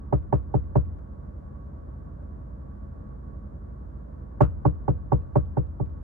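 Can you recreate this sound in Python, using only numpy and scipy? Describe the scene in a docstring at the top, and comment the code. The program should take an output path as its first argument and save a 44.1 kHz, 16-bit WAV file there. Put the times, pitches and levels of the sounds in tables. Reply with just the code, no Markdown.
"""From the bunk of a parked truck, idling engines hum and drone through the closed walls.
Almost at once someone outside knocks four times on the cab. Each blow rings the door panel and the air
inside, makes the trim buzz and a metal fitting shiver, and tosses a loose part that lands with two ticks.
The part drops back into its seat, and the engines idle on for over three seconds.
Then come seven more knocks, the first the strongest and the last the weakest."""
import sys
import numpy as np
from scipy import signal
from scipy.fft import rfft, irfft, next_fast_len
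from scipy.io import wavfile

SR = 44100
rng = np.random.default_rng(int(sys.argv[2]) if len(sys.argv) > 2 else 0)


def pcm_store(signal):
    """Save signal as 16-bit PCM."""
    levels = np.round(np.clip(np.atleast_2d(signal), -1, 1) * 32767)
    wavfile.write(sys.argv[1], SR, levels.astype(np.int16).T)


N = 265905


def amp(db):
    """Turns decibels into a number to multiply a sound by."""
    return 10 ** (np.asarray(db) / 20)


def unit(x):
    """Scales a signal to an average size (rms) of 1."""
    return x / np.sqrt(np.mean(x ** 2) + 1e-20)


def fade(t, ring_s):
    """Dies away by 60 dB in ring_s seconds."""
    return np.exp(-np.log(1000) * t / ring_s)


def value_at(table, hz):
    """Reads between the rows of a table, giving each octave equal room."""
    pitches, values = np.transpose(table)
    return np.interp(np.log(hz + 1), np.log(pitches + 1), values)


def colour(x, spectrum):
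    """Shapes the bass and treble of a signal by a table, at rms 1."""
    size = x.shape[-1]
    gain = amp(value_at(spectrum, np.fft.rfftfreq(size, 1 / SR)))
    return unit(irfft(rfft(x) * gain, size))


def drift(rate_hz, size):
    """A smooth random wander of rms 1; a higher rate wanders faster."""
    hz = np.fft.rfftfreq(size, 1 / SR)
    return unit(irfft(rfft(rng.standard_normal(size)) * np.exp(-(hz / rate_hz) ** 2), size))


def add(mix, start_s, sound):
    """Mixes in a stereo sound at start_s."""
    part = mix[:, round(start_s * SR):][:, :sound.shape[1]]
    part += sound[:, :part.shape[1]]


# Steady tones of the idling engines: pitch_hz, left_db, right_db
ENGINE_TONES = [(30.1, -62, -63), (41.7, -61, -62), (45.1, -51, -50), (56.7, -45, -42), (60.1, -59, -57),
                (68.3, -50, -48), (78.9, -47, -45), (90.3, -56, -62), (102.6, -60, -61), (110.2, -56, -58),
                (130.7, -52, -54), (135.1, -59, -58), (150.1, -64, -58), (165, -66, -61), (180, -64, -61),
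                (204.9, -56, -57), (210.1, -64, -61), (236.4, -68, -62), (261.4, -68, -64),
                (273.2, -71, -62), (300, -68, -69), (330.1, -68, -64)]

def engine_hum(waver_db=0.78, waver_hz=1.02, wander_hz=0.2):
    """Engine tones pass the walls, each wavering a little; the close low ones beat into a throb."""
    t, out, size = np.arange(N) / SR, 0, next_fast_len(N)
    wavers = [drift(waver_hz, size)[:N] for _ in range(3)]
    for hz, left_db, right_db in ENGINE_TONES:
        level, speed = unit(rng.standard_normal((2, 3))) @ wavers / np.sqrt(3)
        cycles = hz * t + np.cumsum(wander_hz * speed) / SR + rng.random()
        tone = unit(amp(waver_db * level) * np.sin(2 * np.pi * cycles))
        out = out + amp([[left_db], [right_db]]) * tone
    return out


# Muffled engine noise: pitch_hz, relative_db
DRONE_SPECTRUM = [(20, -11.5), (32, -7.5), (44, -5.5), (70, 4.5), (110, -3.5), (200, -5), (300, -11.5),
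                  (420, -15), (580, -13), (760, -22.5), (940, -21), (1050, -23.5), (1550, -30),
                  (2100, -43.5), (2800, -56)]
# How alike the drone is left and right: pitch_hz, likeness (1 same, 0 unrelated, -1 opposite)
DRONE_LIKENESS = [(60, 0.7), (180, .7), (300, 0.29), (520, -0.41), (890, -0.5), (1520, 0)]
# A thin whine: pitch_hz, width_hz, left_db, right_db
WHINE_BAND = (1119.5, 34, -87.5, -62.5)
# A faint, even hiss: pitch_hz, relative_db
HISS_SPECTRUM = [(1000, -1), (3000, 0.5), (5000, -4), (8500, -5), (10000, -12.5), (12500, -5),
                 (13600, -21.5)]

def engine_drone(drone_db=-44, hiss_db=-85, flutter_db=0.58, flutter_hz=14):
    """Dull engine noise comes through the walls, with a thin whine and a faint hiss."""
    size = next_fast_len(N)
    hz = np.fft.rfftfreq(size, 1 / SR)
    left, unrelated, *whine_noise = rfft(rng.standard_normal((4, size)))
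    likeness = value_at(DRONE_LIKENESS, hz)
    right = likeness * left + np.sqrt(1 - likeness ** 2) * unrelated
    muffle = 1 / (1 + (hz / DRONE_SPECTRUM[-1][0]) ** 4)  # the walls block the treble
    rumble = colour(irfft(np.array([left, right]) * muffle, size), DRONE_SPECTRUM)
    whine_hz, width_hz, left_db, right_db = WHINE_BAND
    whine = unit(irfft(np.array(whine_noise) / (1 + ((hz - whine_hz) / width_hz * 2) ** 2), size))
    engines = amp(drone_db) * rumble + amp([[left_db], [right_db]]) * whine
    hiss = amp(hiss_db) * colour(rng.standard_normal((2, size)), HISS_SPECTRUM)
    flutter = amp(flutter_db * drift(flutter_hz, size))
    return (engines * flutter + hiss)[:, :N]


# The notes at which the door panel and the cab's air ring:
# pitch_hz, ring_s, left_db, right_db, left_delay_s, right_delay_s, spot_db (added at door spot 1)
CAB_NOTES = [(62, 0.283, -14.9, -16.0, 0.0095, 0.0057, 0.6), (76, 0.305, -17.7, -27.8, 0.0033, 0.0059, 1.7),
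             (83, 0.9, -28.4, -29.8, 0.0156, 0.0126, -0.7), (98, 0.264, -21.2, -27.6, 0.0064, 0.0155, -3.7),
             (127, 0.104, -9.5, -4.6, 0.0039, 0.0034, -2.0),
             (163, 0.142, -12.4, -22.4, 0.009, 0.0021, -7.0),
             (190, 0.085, -15.0, -15.4, 0.0083, 0.0022, -1.9),
             (245, 0.032, -7.2, -10.0, 0.0062, 0.0044, 0.2),
             (297, 0.124, -17.4, -17.8, 0.0021, 0.0045, -1.8),
             (385, 0.082, -16.3, -19.1, 0.0046, 0.0025, 0.1),
             (420, 0.082, -20.1, -19.1, 0.0009, 0.0023, 1.6),
             (483, 0.163, -25.6, -27.3, 0.0028, 0.0001, -1.5),
             (552, 0.072, -32.9, -19.0, 0.0018, 0.0015, -0.5),
             (597, 0.073, -19.5, -16.1, 0.0028, 0.0008, 0.3),
             (670, 0.072, -36.1, -34.2, 0.0046, 0.0027, 8.5),
             (715, 0.08, -27.3, -26.1, 0.0016, 0.0021, 0.9),
             (752, 0.046, -19.2, -19.6, 0.0029, 0.0018, -0.9),
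             (834, 0.027, -24.1, -11.5, 0.0028, 0.001, 1.0),
             (888, 0.067, -25.7, -26.7, 0.0038, 0.0012, -5.6),
             (957, 0.045, -21.2, -28.4, 0.0037, 0.0016, -0.9),
             (1109, 0.049, -26.2, -24.0, 0.003, 0.0011, -6.8),
             (1221, 0.031, -28.0, -29.5, 0.003, 0.0009, -3.7),
             (1251, 0.059, -36.0, -36.4, 0.0011, 0.0022, 0.4),
             (1355, 0.014, -32.0, -35.3, 0.0021, 0.0002, -0.4),
             (1464, 0.041, -50.9, -42.0, 0.0027, 0.0013, -1.6),
             (1757, 0.04, -45.3, -43.3, 0.0031, 0.0012, -4.7)]

def door_ring(force_db, hardness_db, spot, soft_hz=170, scatter_db=3.0):
    """A blow rings every note; low ripples cross the panel more slowly, so the rap leads the boom."""
    t, out = np.arange(SR // 2) / SR, 0
    for hz, ring_s, left_db, right_db, left_s, right_s, spot_db in CAB_NOTES:
        age = np.maximum(t - np.array([[left_s], [right_s]]), 0)
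        swell = 1 - np.exp(-(age * hz) ** 2)  # a note builds up over about one cycle
        height = max(np.log(hz / soft_hz), 0) / np.log(1000 / soft_hz)  # hard knuckles lift high notes
        blow_db = force_db + spot * spot_db + height * (hardness_db + scatter_db * rng.standard_normal())
        level = amp(np.array([[left_db], [right_db]]) + blow_db)
        out = out - level * swell * fade(age, ring_s) * np.sin(2 * np.pi * hz * age)
    return out * np.minimum(10 * (1 - t / t[-1]), 1)  # the last of the ring fades out


def noise_gain(response, force_db, hardness_db, spot, clatter_from_db=3, clatter_db_per_db=5.5):
    """Stronger, harder blows are noisier, and the strongest makes the panel clatter in its frame."""
    plain_db, per_force, per_hardness, spot_db = response
    clatter_db = clatter_db_per_db * max(force_db - clatter_from_db, 0)
    return amp(plain_db + per_force * force_db + per_hardness * hardness_db + spot * spot_db + clatter_db)


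# The panel's crowd of short-lived notes: pitch_hz, relative_db
SMACK_SPECTRUM = [(150, -13), (220, -3.5), (320, -7), (420, 0.5), (540, -5), (900, -0.5), (1250, 0),
                  (1650, -11), (2100, -21), (2800, -25.5), (4000, -45.5), (8000, -72)]
# How the smack grows with the blow: plain_db, db_per_force_db, db_per_hardness_db, spot_db
SMACK_RESPONSE = (-37.5, 1.5, 1.1, 2)

def panel_smack(force_db, hardness_db, spot, rise_s=0.004, ring_s=0.15):
    """Panel notes too close to tell apart blur into a brief, dull burst of noise."""
    t = np.arange(SR // 5) / SR
    noise = colour(rng.standard_normal((2, len(t))), SMACK_SPECTRUM)
    shape = (1 - np.exp(-(t / rise_s) ** 2)) * fade(t, ring_s)
    return noise_gain(SMACK_RESPONSE, force_db, hardness_db, spot) * noise * shape


# The buzzing trim: pitch_hz, relative_db
BUZZ_SPECTRUM = [(700, 1), (1350, 14.5), (1900, 9), (2600, 7), (3300, -2), (4100, -1), (5500, -6),
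                 (8000, -4.5), (9200, -13.5), (10500, -16), (12000, -12), (14000, -25.5)]
# How the buzz grows with the blow: plain_db, db_per_force_db, db_per_hardness_db, spot_db
BUZZ_RESPONSE = (-63, 1.67, 0.9, 2.5)

def trim_buzz(force_db, hardness_db, spot, rise_s=0.001, hold_s=0.017, ring_s=0.12):
    """The trim chatters unevenly while the panel swings hard."""
    t = np.arange(SR // 4) / SR
    middle, sides = rng.standard_normal(len(t)), 0.57 * rng.standard_normal((2, len(t)))
    noise = colour(middle + sides, BUZZ_SPECTRUM)
    shape = (1 - np.exp(-t / rise_s)) * fade(np.maximum(t - hold_s, 0), ring_s)
    chatter = unit(amp(3 * drift(rate_hz=350, size=len(t))))  # flickers by about 3 dB
    return noise_gain(BUZZ_RESPONSE, force_db, hardness_db, spot) * noise * shape * chatter


# The notes of a small metal fitting: pitch_hz, level_db (at force_db 0), ring_s
FITTING_NOTES = [(9560, -82, 0.35), (9700, -79.5, 0.25)]

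def fitting_shiver(force_db, db_per_force_db=1.2, rise_s=0.0098, jostle=0.6, jostle_hz=60):
    """A small piece of metal shivers unevenly after a blow."""
    t = np.arange(SR // 3) / SR
    ring = sum(amp(db) * fade(t, ring_s) * np.sin(2 * np.pi * (hz * t + rng.random((2, 1))))
               for hz, db, ring_s in FITTING_NOTES)
    swell = 1 - np.exp(-(t / rise_s) ** 2)
    shiver = 1 + jostle * drift(jostle_hz, len(t))
    return amp(db_per_force_db * force_db) * ring * swell * shiver


def plastic_tick(ring_s, pitch_hz=2000, slope_db=12):
    """A loose plastic part lands with a tiny burst of noise."""
    t = np.arange(SR // 10) / SR
    spectrum = [(pitch_hz / 2, -slope_db), (pitch_hz, 0),
                (pitch_hz * 2, -slope_db), (pitch_hz * 4, -3 * slope_db)]
    return colour(rng.standard_normal((2, len(t))), spectrum) * fade(t, ring_s)


# The loose part's two landings after a blow: delay_s, level_db
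PART_LANDINGS = [(.063, -69.5), (.101, -69.5)]

def part_bounces(mix, knock_s, scatter_db=0.5):
    """Thrown up by a blow, the loose part lands and bounces once."""
    for delay_s, level_db in PART_LANDINGS:
        level = amp(level_db + scatter_db * rng.standard_normal())
        add(mix, knock_s + delay_s, level * plastic_tick(ring_s=0.025))


# One lower tick after the first four knocks: start_s, level_db, ring_s, pitch_hz
SETTLING_TICK = (.988, -59, 0.04, 1150)

def part_settles(mix):
    """The loose part drops back into its seat."""
    start_s, level_db, ring_s, pitch_hz = SETTLING_TICK
    add(mix, start_s, amp(level_db) * plastic_tick(ring_s, pitch_hz))


# The knocks, one a row: start_s, force_db, hardness_db (extra ring at 1000 Hz)
DOOR_KNOCKS = [(0.1236, 0, -0.7), (0.3244, 0.2, 1), (.5389, 0.3, -5), (.7530, 3, -5), (4.4046, 4, 1),
               (4.6502, 2.1, -2.5), (4.8787, -.6, -1.5), (5.118, .5, -1.5), (5.3542, 1.55, -1),
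               (5.5674, -1, -4), (5.7974, -4.5, -9.5)]
# The hand stays put for four knocks, then starts elsewhere and creeps back: time_s, door_spot (0 to 1)
HAND_PATH = [(.8, 0.7), (4.4, 0.09), (5.1, 0), (5.8, .66)]

def scene():
    """Over the idling engines, each knock shakes the panel, the trim, the fitting and the loose part."""
    mix = engine_hum() + engine_drone()
    for start_s, force_db, hardness_db in DOOR_KNOCKS:
        spot = np.interp(start_s, *np.transpose(HAND_PATH))
        add(mix, start_s, door_ring(force_db, hardness_db, spot))
        add(mix, start_s, panel_smack(force_db, hardness_db, spot))
        add(mix, start_s, trim_buzz(force_db, hardness_db, spot))
        add(mix, start_s, fitting_shiver(force_db))
        part_bounces(mix, start_s)
    part_settles(mix)
    return mix


def record(dry, low_cut_hz=31, high_cut_hz=15600):
    """The microphone thins the deepest rumble; then the highest treble is cut off."""
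    low_cut = signal.butter(3, low_cut_hz, "high", fs=SR, output="sos")
    high_cut = signal.firwin(511, high_cut_hz, window=("kaiser", 9), fs=SR)
    return signal.oaconvolve(signal.sosfiltfilt(low_cut, dry), high_cut[None], "same")


dry = scene()
out = record(dry)
pcm_store(out)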